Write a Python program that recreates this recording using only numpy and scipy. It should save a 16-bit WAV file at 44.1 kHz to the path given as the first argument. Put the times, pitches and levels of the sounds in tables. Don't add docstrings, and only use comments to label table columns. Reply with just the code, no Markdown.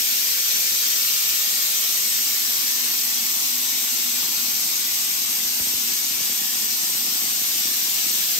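import sys
import numpy as np
from scipy import signal
from scipy.fft import rfft, irfft
from scipy.io import wavfile

SR = 44100
rng = np.random.default_rng(int(sys.argv[2]) if len(sys.argv) > 2 else 0)


def generate_wav(sig):
    pcm = np.round(np.clip(np.atleast_2d(sig).T, -1, 1) * 32767).astype(np.int16)
    wavfile.write(sys.argv[1], SR, pcm)


N = 369999
HOP = 256
TIME = np.arange(N) / SR
FRAME_S = (np.arange(N // HOP + 5) * HOP / SR)[:, None]
BIN_HZ = np.fft.rfftfreq(8 * HOP, 1 / SR)

# t/s, distance from the machine/m
MIC_PATH = [(0, 0.51), (1.1, 0.39), (2, 0.67), (5.1, 1.5), (6.7, 1.56), (8.39, .72)]
# f/Hz, left minus right/dB
PORT_BALANCE = [(300, .5), (1200, 0), (2000, -1.2), (2800, .8), (4500, 5), (5500, 8.7), (6300, 4.8),
                (7200, 1.2), (8200, 1.3), (9000, 0)]
# f/Hz, likeness (0-1)
STEREO_LIKENESS = [(100, .92), (250, .95), (450, .8), (650, .45), (1200, .35), (3300, .25), (5700, .15),
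                   (6900, .48), (7700, .62), (8900, .78), (9600, .999), (10850, .999), (11600, .7),
                   (12600, .99), (14100, .99), (15200, .6)]
# f/Hz, lead of the left/rad
STEREO_PHASE = [(200, .2), (700, .5), (1500, 0), (7600, 0), (8450, -1.6), (9550, -3.12), (10800, -3.16),
                (11200, -4.1), (12200, -5.1), (12600, -6.2), (14300, -6.4), (15800, -9.1)]
# t/s, level/dB of harmonics 1, 2 and 3
HUM_LEVELS = [(0, -51.5, -56.5, -75), (0.6, -75, -55, -78), (1.3, -76, -60.5, -73), (1.8, -66, -60, -64),
              (2.2, -58.5, -60, -60.5), (2.7, -54.5, -62, -63), (3.9, -53.5, -67.5, -64),
              (4.55, -53.5, -61.5, -63.5), (5.0, -57, -74, -60), (5.25, -54.5, -76, -68),
              (5.8, -59, -73, -68), (6.6, -60, -73, -59.5), (7.3, -61, -68, -58.5), (8.39, -76, -66, -59)]
# f/Hz, relative level/dB
FAN_SPECTRUM = [(20, -30), (40, -33), (65, -28), (100, -6.5), (125, -12), (175, -5.5), (210, 2.5),
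                (280, -2), (330, 0.5), (420, -5.5), (600, -15), (1000, -30), (2000, -50)]
# t/s, strength/dB
DRAUGHT_LEVELS = [(0, -26), (2.4, -18), (3.3, -12), (4.5, 1), (4.95, -6), (5.27, 3.5), (5.46, -8), (6.6, 1),
                  (7.2, 3), (7.7, -1), (8.39, -5)]
# f/Hz, relative level/dB
THUMP_SPECTRUM = [(20, -12), (60, 3.5), (130, -4), (240, 2), (330, -3), (500, -6.5), (900, -13),
                  (2000, -58)]
# t/s, strength/dB, extra bass/dB, extra edge/dB
LARGE_EDDIES = [(5.446, -12, 9, -2), (5.599, 1.5, 4, 0), (5.618, -7, -1, 0), (5.668, -2, -5, -2),
                (5.736, -2, 3, -1), (5.78, -2, -16, -6), (5.918, -1, -12, -6), (6.107, 0, -24, -11),
                (6.128, -7, -1, -2), (6.206, -2, 0, 3), (6.297, -1, -7, 0), (6.415, 0, -22, -8),
                (6.554, -2, -24, -7), (6.627, 1.5, -28, -12), (6.831, -4, -26, -12), (6.9, -4, -19, -2),
                (6.95, -1, -14, 0), (7.047, -1, -22, -2), (7.079, -5, -16, -1), (7.131, -6, -19, -4),
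                (7.153, -2, -22, -1), (7.221, 0.5, -22, -11), (7.24, 0, -18, -2), (7.415, 4, -17, -14),
                (7.552, 2, -26, -8), (7.653, 3, -23, -8), (7.685, -7, -26, 1), (7.712, -2, -20, -1),
                (7.882, 0, -17, -6), (8.063, 1, -18, -8), (8.105, -3, -22, -5), (8.15, -1, -22, -6),
                (8.183, -3, -19, -1), (8.381, 0, -20, -4)]
# f/Hz, relative level/dB
HISS_SPECTRUM = [(150, -33.5), (620, -22.5), (800, -17), (1300, -16), (1800, -12.5), (2800, -7.5),
                 (4000, -3.5), (4700, -3), (5700, 0.3), (7400, -5), (8400, -1.1), (10300, -10.5),
                 (11600, -0.5), (12800, -3.5), (15600, -5.5)]
# f/Hz, width/Hz, lift/dB
CABINET_MODES = [(750, 77, 1.5), (1110, 210, 2), (1760, 74, 1.5), (2260, 210, 1.5), (2820, 230, 2),
                 (6050, 110, 0.5), (6530, 200, 1)]
# f/Hz, width/Hz, left/dB, right/dB
PANEL_REFLECTION = [(945, 310, -4.5, -8.5), (1650, 400, 1.5, 0.5), (2400, 96, 3.5, 0),
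                    (4850, 140, 1.5, 1.5), (5770, 300, 0, 2), (8100, 330, -6.5, -4.3)]


def amp(db):
    return 10 ** (np.asarray(db) / 20)


def unit_rms(x):
    return x / np.sqrt(np.mean(x ** 2) + 1e-20)


def bell(x, centre, width):
    return np.exp(-((x - centre) / width) ** 2)


def at_hz(rows, hz=BIN_HZ):
    points_hz, value = np.transpose(rows)
    return np.interp(np.log(hz + 1), np.log(points_hz), value)


def drift(rate_hz):
    hz = np.fft.rfftfreq(N, 1 / SR)
    return unit_rms(irfft(rfft(rng.standard_normal(N)) * bell(hz, 0, rate_hz), N))


def patches(lasting_s, width_hz):
    shape = len(FRAME_S), len(BIN_HZ)
    along = np.fft.fftfreq(shape[0], HOP / SR)[:, None]
    across = np.fft.rfftfreq(shape[1], BIN_HZ[1])
    blur = np.exp(-(along * lasting_s) ** 2 - (across * width_hz) ** 2)
    return unit_rms(np.fft.irfft2(np.fft.rfft2(rng.standard_normal(shape)) * blur, shape))


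def distance(s):
    return np.interp(s, *np.transpose(MIC_PATH))


def draught_strength():
    return amp(np.interp(TIME, *np.transpose(DRAUGHT_LEVELS)))


def stereo_noise(field_db, scatter_rad=0):
    a, b, c, d = rng.standard_normal(size=(4, len(FRAME_S), len(BIN_HZ)))
    left, independent = a + 1j * b, c + 1j * d
    likeness = at_hz(STEREO_LIKENESS)
    lead = at_hz(STEREO_PHASE) + scatter_rad * (1 - likeness) ** 2 * patches(2.62, 410)
    right = (likeness * left + np.sqrt(1 - likeness ** 2) * independent) * np.exp(-1j * lead)
    balance = amp(at_hz(PORT_BALANCE))
    spectra = np.array([left * balance, right]) / np.sqrt(1 + balance ** 2) * amp(field_db)
    sound = signal.istft(spectra.transpose(0, 2, 1), nperseg=8 * HOP, noverlap=7 * HOP)[1]
    return unit_rms(sound[:, :N])


def rotor_hum(lobe_hz=245.8, wander=0.00044, throb=0.37, draught_throb=0.48, port_lag_s=0.000087):
    cycles = np.cumsum(lobe_hz * (1 + wander * drift(1.3))) / SR
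    cycles = np.array([cycles, cycles - lobe_hz * port_lag_s])
    times, *harmonics_db = np.transpose(HUM_LEVELS)
    depth = throb + draught_throb * draught_strength()
    hum = np.zeros((2, N))
    for k, level_db in enumerate(harmonics_db, 1):
        waver = 1 + depth / k ** 1.1 * (drift(18) + 1j * drift(23))
        envelope = amp(np.interp(TIME, times, level_db)) * waver
        hum += np.sqrt(2) * (envelope * np.exp(2j * np.pi * (k * cycles + rng.random()))).real
    return hum


def fan_roar(level_db=-51, gust_db=1.0, shadow_db=-5, opening_at_s=2.1, opening_takes_s=1.3):
    progress = np.clip((FRAME_S - opening_at_s) / opening_takes_s, -.5, .5)
    screened = .5 - .5 * np.sin(np.pi * progress)
    field_db = at_hz(FAN_SPECTRUM) + shadow_db * screened * bell(BIN_HZ, 305, 85)
    return stereo_noise(field_db + gust_db * patches(0.085, 260)) * amp(level_db)


def band(x, low_hz, high_hz):
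    return signal.sosfilt(signal.butter(2, [low_hz, high_hz], "band", fs=SR, output="sos"), x)


def draught(eddies_per_s=55, spread_db=1.5, flutter_db=-57.5, rumble_db=-67, rumble_apart=0.4):
    sizes = rng.choice([-1, 1], N) * amp(-spread_db * rng.standard_normal(N))
    arrivals = rng.random(N) < eddies_per_s / SR
    flutter = unit_rms(band(arrivals * sizes, 154, 250))
    pressure = rng.standard_normal(N) + rumble_apart * rng.standard_normal((2, N))
    rumble = unit_rms(band(pressure, 80, 130))
    return (amp(flutter_db) * flutter + amp(rumble_db) * rumble) * draught_strength()


def thumps(level_db=-34.3, bass_lag_s=0.02604, bass_below_hz=135, edge_above_hz=400):
    hz = np.fft.rfftfreq(SR, 1 / SR)
    lag_cycles = np.cumsum(bass_lag_s * np.exp(-hz / bass_below_hz)) * hz[1]
    spectrum = amp(at_hz(THUMP_SPECTRUM, hz)) * np.exp(-2j * np.pi * lag_cycles)
    bass = bell(hz, 0, bass_below_hz)
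    edge = hz ** 4 / (hz ** 4 + edge_above_hz ** 4)
    pressure = np.zeros(N + SR)
    for s, db, bass_db, edge_db in LARGE_EDDIES:
        push = irfft(spectrum * amp(db + bass_db * bass + edge_db * edge), SR)
        start = round(s * SR) - SR // 2
        pressure[start:start + SR] += np.roll(push, SR // 2)
    return amp(level_db) * pressure[:N] / abs(irfft(spectrum, SR)).max()


def air_hiss(at_1m_db=-20, per_doubling_db=-1.15, surge_db=0.05, ripple_db=0.5, flicker_db=2.5,
             eddy_db=1.0, whistle_db=10.5, panel_reach_m=0.23):
    field_db = at_hz(HISS_SPECTRUM) + sum(db * bell(BIN_HZ, hz, width) for hz, width, db in CABINET_MODES)
    field_db = field_db + ripple_db * patches(0.8, 250)
    field_db += flicker_db * patches(0.13, 36)
    field_db += eddy_db * patches(0.018, 750)
    field_db += whistle_db * bell(FRAME_S, 2.11, 0.06) * bell(BIN_HZ, 8120, 160)
    metres = distance(FRAME_S)
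    nearness = np.exp(-(metres - metres.min()) / panel_reach_m)
    for hz, width, left_db, right_db in PANEL_REFLECTION:
        field_db = field_db + np.multiply.outer([left_db, right_db], nearness * bell(BIN_HZ, hz, width))
    level_db = at_1m_db + per_doubling_db * np.log2(distance(TIME))
    return stereo_noise(field_db, scatter_rad=4.17) * amp(level_db + surge_db * drift(26))


def scene():
    return air_hiss() + fan_roar() + rotor_hum() + draught() + thumps()


def record(dry, low_cut_hz=50, notch_hz=5480, notch_width_hz=60, band_limit_hz=15750):
    thinned = signal.lfilter(*signal.butter(2, low_cut_hz, "high", fs=SR), dry)
    notched = signal.lfilter(*signal.iirnotch(notch_hz, notch_hz / notch_width_hz, SR), thinned)
    low_pass = signal.firwin(1023, band_limit_hz, window=("kaiser", 9), fs=SR)
    return signal.oaconvolve(notched, low_pass[None], "same")


dry = scene()
out = record(dry)
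generate_wav(out)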